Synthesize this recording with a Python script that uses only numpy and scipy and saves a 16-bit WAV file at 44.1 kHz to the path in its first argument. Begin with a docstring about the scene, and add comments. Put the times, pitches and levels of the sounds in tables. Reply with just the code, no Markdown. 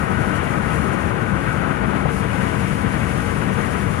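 """Night highway, inside the car

The road rumbles through the body, the tyres roar, the engine hums and air rushes and hisses past.
Halfway the wheels knock over a joint onto other paving, where the roar is softer, the hiss brighter
and a thin whine grows. The left microphone port takes the cabin noise much louder than the right."""
import sys
import numpy as np
from scipy.fft import rfft, irfft, next_fast_len
from scipy.io import wavfile
from scipy.ndimage import map_coordinates

SR = 44100
rng = np.random.default_rng(int(sys.argv[2]) if len(sys.argv) > 2 else 0)


def wav_record(signal):
    """Record a signal, one row per channel, as 16-bit PCM in the file named by sys.argv[1]."""
    frames = np.transpose(np.atleast_2d(signal))
    bounded = np.clip(frames, -1, 1)
    # unit amplitude maps onto the largest positive 16-bit level
    quanta = np.round(bounded * 32767).astype(np.int16)
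    wavfile.write(sys.argv[1], SR, quanta)


N = 176400


def road_rumble(level_db=-20):
    """The uneven road shakes the body and booms in the cabin."""
    # The colour of the boom. Each row: frequency in Hz, relative level in dB.
    spectrum = [(13, -48), (22, -28), (57, -1), (83, -1), (107, 1), (194, 1.5), (238, -3.5), (300, -12),
                (390, -33), (660, -120)]
    return amp(level_db) * rush(spectrum)


def tyre_roar(before_db=-21, after_db=-22.5, grain_db=1.0):
    """The tyres' roar takes the colour of the paving and flutters with its grain."""
    # The roar on the first and second paving. Each row: frequency in Hz, relative level in dB.
    first_spectrum = [(150, -35), (260, -1.5), (363, -3), (466, -6), (614, -4.5), (910, -5), (1110, -6),
                      (1480, -5), (1690, -11), (2690, -21), (4500, -38), (5850, -54), (9900, -120)]
    second_spectrum = [(150, -52), (260, -1.5), (370, -5), (420, -5), (500, -6.5), (650, -7.5), (850, -7),
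                       (1100, -8), (1360, -8), (1650, -11), (2300, -18.5), (2900, -22.5), (4500, -38.5),
                       (5850, -53), (9900, -120)]
    blend = paving_blend()
    before = np.sqrt(1 - blend) * amp(before_db) * rush(first_spectrum)
    after = np.sqrt(blend) * amp(after_db) * rush(second_spectrum)
    return (before + after) * amp(grain_db * wobble(40.07))


def cabin_resonances(tread_above_hz=900, waver_db=2.0):
    """Road and tread noise ring the cabin in narrow bands, whose levels change with the paving."""
    # The bands. Each row: centre in Hz, half-width in Hz, gain in dB before the joint, and after it.
    bands = [(110.6, 11.6, -33, -32), (201.3, 18.7, -31, -31.5), (353.4, 30, -34, -42),
             (455, 21, -40.5, -43), (977, 24, -38, -39), (1278, 32, -37.5, -51), (1462, 41, -36, -42),
             (1541, 44, -36.5, -40), (1854, 21, -40, -44)]
    # The swells of the tread noise in the upper bands. 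Each row: time in seconds, gain in dB.
    tread_swells = [(0, 3), (.45, 0.5), (.72, 1.5), (.92, -2), (1.3, -.5), (1.5, 3), (1.76, -2),
                    (1.96, -4.5), (2.3, 1), (2.55, 6), (2.72, 1), (3.8, 1.5), (4, -8)]
    blend, out = paving_blend(), np.zeros((2, N))
    for centre, width, before_db, after_db in bands:
        band = cabin_noise(lambda hz: peak(hz, centre, width))
        if centre > tread_above_hz:
            band *= amp(curve(tread_swells) + waver_db * wobble(13))
        out += amp(before_db + (after_db - before_db) * blend) * band
    return out


def joint_knocks(attack_s=0.0014):
    """Front and rear axle knock over the joint and briefly ring the body."""
    # The two axle hits. Each row: start in seconds, gain in dB.
    knocks = [(2.054, -6.5), (2.158, -17)]
    # The body's modes. Each row: frequency in Hz, gain in dB, seconds to die away by 60 dB.
    modes = [(62, -16, 0.23), (149, -2.5, 0.065), (554, 2.5, 0.022), (765, -1, 0.042), (1010, -1.5, 0.022),
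             (1160, -12, .018)]
    out, t = np.zeros(N + SR), np.arange(SR // 2) / SR
    ring = sum(amp(db - 60 * t / t60) * np.sin(2 * np.pi * hz * t) for hz, db, t60 in modes)
    ring *= 1 - np.exp(-t / attack_s)
    for start, db in knocks:
        out[round(start * SR):][:len(t)] += amp(db) * ring
    return out[:N]


def engine_hum(firing_hz=74.5, harmonics_db=(-34, -32.5)):
    """The cruising engine hums at its firing rate and the octave above."""
    return sum(amp(db) * tone(k * firing_hz, drift=0.0031, waver_db=1.5)
               for k, db in enumerate(harmonics_db, 1))


def cavity_hum(hz=193.4, level_db=-32):
    """The air inside the tyres resonates on one drifting note."""
    return amp(level_db) * tone(hz, drift=0.0249, waver_db=1.0)


def wheel_whine(hz=462, before_db=-39.5, after_db=-35):
    """The rolling wheels give a thin whine that grows on the second paving."""
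    level_db = before_db + (after_db - before_db) * paving_blend()
    return amp(level_db) * tone(hz, drift=0.00259, waver_db=1.1)


def wind_rush(level_db=-35.5):
    """Air streams past the car in a fluttering rush."""
    # The colour of the rush. Each row: frequency in Hz, relative level in dB.
    spectrum = [(900, -60), (1600, -7), (2050, 2), (2500, -3), (3000, -8.5), (4000, -21.5), (6000, -58)]
    # Level over time: slow swells, with a brief duck just after the first knock.
    # Each row: time in seconds, gain in dB.
    levels = [(0, -3), (.28, 3), (.46, 3), (.57, -1.5), (.68, 3.5), (.85, -1.5), (1.1, -2), (1.52, 1),
              (1.8, -3.5), (1.97, 1.5), (2.08, -4.5), (2.36, 2.5), (2.55, -.5), (2.7, 2.5), (2.85, 0),
              (3.02, 1.5), (3.25, 0), (3.6, 1), (4, -3)]
    return amp(level_db) * fluttering(curve(levels), flutter_db=1.54) * rush(spectrum)


def air_hiss(left_db=-45.5, right_db=-43.5, low_cut_hz=2500, flare_half_s=0.018):
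    """Passing air hisses separately at each port; both sides rise and fall together."""
    # Each port's colour, with its own high resonance. Each row: frequency in Hz, relative level in dB.
    left_spectrum = [(3000, -4), (4500, 2.5), (5500, 0.5), (6900, 1.5), (8200, -1.5), (9500, -2.5),
                     (10400, 2.3), (11500, -5.5), (13000, -13.5), (15500, -23)]
    right_spectrum = [(3000, -26), (4000, -12), (6700, -4.5), (8100, -8.5), (9300, 2), (9800, 3.5),
                      (11000, -8), (12500, -14.5), (15500, -22)]
    # Level over time: slow swells, with a brief duck just after the first knock.
    # Each row: time in seconds, gain in dB.
    levels = [(0, 0), (.14, -2.2), (.22, 0.5), (.45, .8), (.58, -.5), (.8, 0.9), (.95, -1.7), (1.05, -1),
              (1.17, -3), (1.3, -3.5), (1.46, -2), (1.7, -2.5), (1.8, -3.5), (1.93, -2.7), (2.07, -4),
              (2.14, 1.7), (2.28, -.4), (2.4, 1.3), (2.68, 2), (2.88, -0.5), (3.02, 1.5), (3.5, 1.5),
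              (3.72, 2.8), (4, .5)]
    # The brief flares. Each row: time of the peak in seconds, boost in dB.
    flares = [(.74, 2), (1.535, 2), (2.175, 1), (3.195, 1.5)]

    def port(spectrum):
        colour = lambda hz: amp(along(spectrum, hz)) * hz ** 4 / (hz ** 4 + low_cut_hz ** 4)
        return unit(filtered(rng.standard_normal(N), colour))

    t = np.arange(N) / SR
    flare_db = sum(db * np.exp(-((t - at) / flare_half_s) ** 2) for at, db in flares)
    gain = fluttering(curve(levels) + flare_db, flutter_db=0.98)
    return gain * np.array([amp(left_db) * port(left_spectrum), amp(right_db) * port(right_spectrum)])


def cabin_colour(x):
    """The cabin's resonances lift some bands and its dead spots hollow out others."""
    # The peaks and dips. Each row: centre in Hz, half-width in Hz, boost or cut in dB.
    bands = [(545, 14, 1), (596, 16, -1), (725, 13, -3.5), (936, 22, -4.5), (1306, 22, 1.5),
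             (1378, 23, -1.5), (1775, 39, -2), (1936, 24, 3), (2090, 27, -1), (2245, 29, 3),
             (2400, 32, -2.5), (2420, 28, 3), (2900, 35, 4), (2940, 25, -3)]
    return filtered(x, lambda hz: amp(sum(db * peak(hz, centre, width) for centre, width, db in bands)))


def right_port(x):
    """Cabin sound reaches the right port earlier and much weaker than the left."""
    # The drop on the right. Each row: frequency in Hz, loss in dB.
    loss = [(30, 13), (120, 13.8), (300, 12.3), (600, 14), (1400, 14), (2000, 9.7), (2900, 15.5),
            (4500, 8.4)]
    # Its head start. Each row: frequency in Hz, phase lead in radians.
    lead = [(50, .15), (220, 1.08), (520, 1.53), (750, 2.7), (1100, 4.07), (1600, 4.97), (2500, 4.9),
            (4500, 9.1)]
    return filtered(x, lambda hz: amp(-along(loss, hz)) * np.exp(1j * along(lead, hz)))


def cabin_noise(colour):
    """Stereo noise of rms 1 shaped by colour(hz): alike at both ports in the bass, diffuse higher up."""
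    # How alike the ports sound. Each row: frequency in Hz, correlation from 0 to 1.
    likeness = [(25, 0.87), (60, 0.95), (210, 0.93), (300, 0.73), (420, 0.58), (900, 0.61), (1600, 0.68),
                (2300, 0.49), (4500, .25)]

    def mid_side_gains(hz):
        spread = np.arccos(along(likeness, hz)) / 2
        return colour(hz) * [np.cos(spread), np.sin(spread)]

    mid, side = filtered(rng.standard_normal((2, N)), mid_side_gains)
    return unit(np.array([mid + side, mid - side]))


def rush(spectrum):
    """Cabin noise with a (Hz, dB) spectrum."""
    return cabin_noise(lambda hz: amp(along(spectrum, hz)))


def paving_blend(joint_s=2.055, crossfade_s=0.029):
    """Share of the second paving under the tyres, 0 to 1."""
    return np.clip((np.arange(N) / SR - joint_s) / crossfade_s + .5, 0, 1)


def fluttering(level_db, flutter_db):
    """Gain that follows a level curve with a fast flutter on top."""
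    return amp(level_db + flutter_db * wobble(45))


def tone(hz, drift, waver_db):
    """A wavering sine of rms 1; drift is its pitch wander as a fraction of hz."""
    phase = 2 * np.pi * np.cumsum(hz * (1 + drift * wobble(2.95))) / SR
    return unit(np.sin(phase + rng.uniform(0, 2 * np.pi)) * amp(waver_db * wobble(6)))


def wobble(rate):
    """A smooth random curve, rate knots a second."""
    knots = rng.standard_normal(int(N * rate / SR) + 4)
    return map_coordinates(knots, [np.arange(N) * rate / SR])


def filtered(x, response):
    """x through a filter whose complex gain is response(hz)."""
    size = next_fast_len(N + SR // 2)
    return irfft(rfft(x, size) * response(np.fft.rfftfreq(size, 1 / SR)), size)[..., :N]


def peak(hz, centre, half_width):
    """A resonance bell of height 1."""
    return 1 / (1 + ((hz - centre) / half_width) ** 2)


def along(points, hz):
    """(Hz, value) points read on a log axis."""
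    freqs, values = np.transpose(points)
    return np.interp(np.log(hz + 1), np.log(freqs + 1), values)


def curve(points):
    """(s, value) points read at every sample."""
    return np.interp(np.arange(N) / SR, *np.transpose(points))


def amp(db):
    """Decibels to gain."""
    return 10 ** (np.asarray(db) / 20)


def unit(x):
    """Scaled to rms 1."""
    return x / np.sqrt(np.mean(x ** 2) + 1e-20)


def scene():
    """Road, tyres, engine and wind fill the cabin, heavy on the left; the hiss sits on top."""
    wind = wind_rush()
    noise_bed = road_rumble() + cabin_colour(tyre_roar() + wind) + cabin_resonances()
    drone = engine_hum() + cavity_hum() + wheel_whine()
    left, right = noise_bed + drone + joint_knocks()
    return np.array([left, right_port(right)]) + air_hiss()


def record(dry, top_hz=15750):
    """A hard high cut takes off the very top."""
    return filtered(dry, lambda hz: hz < top_hz)


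dry = scene()
out = record(dry)
wav_record(out)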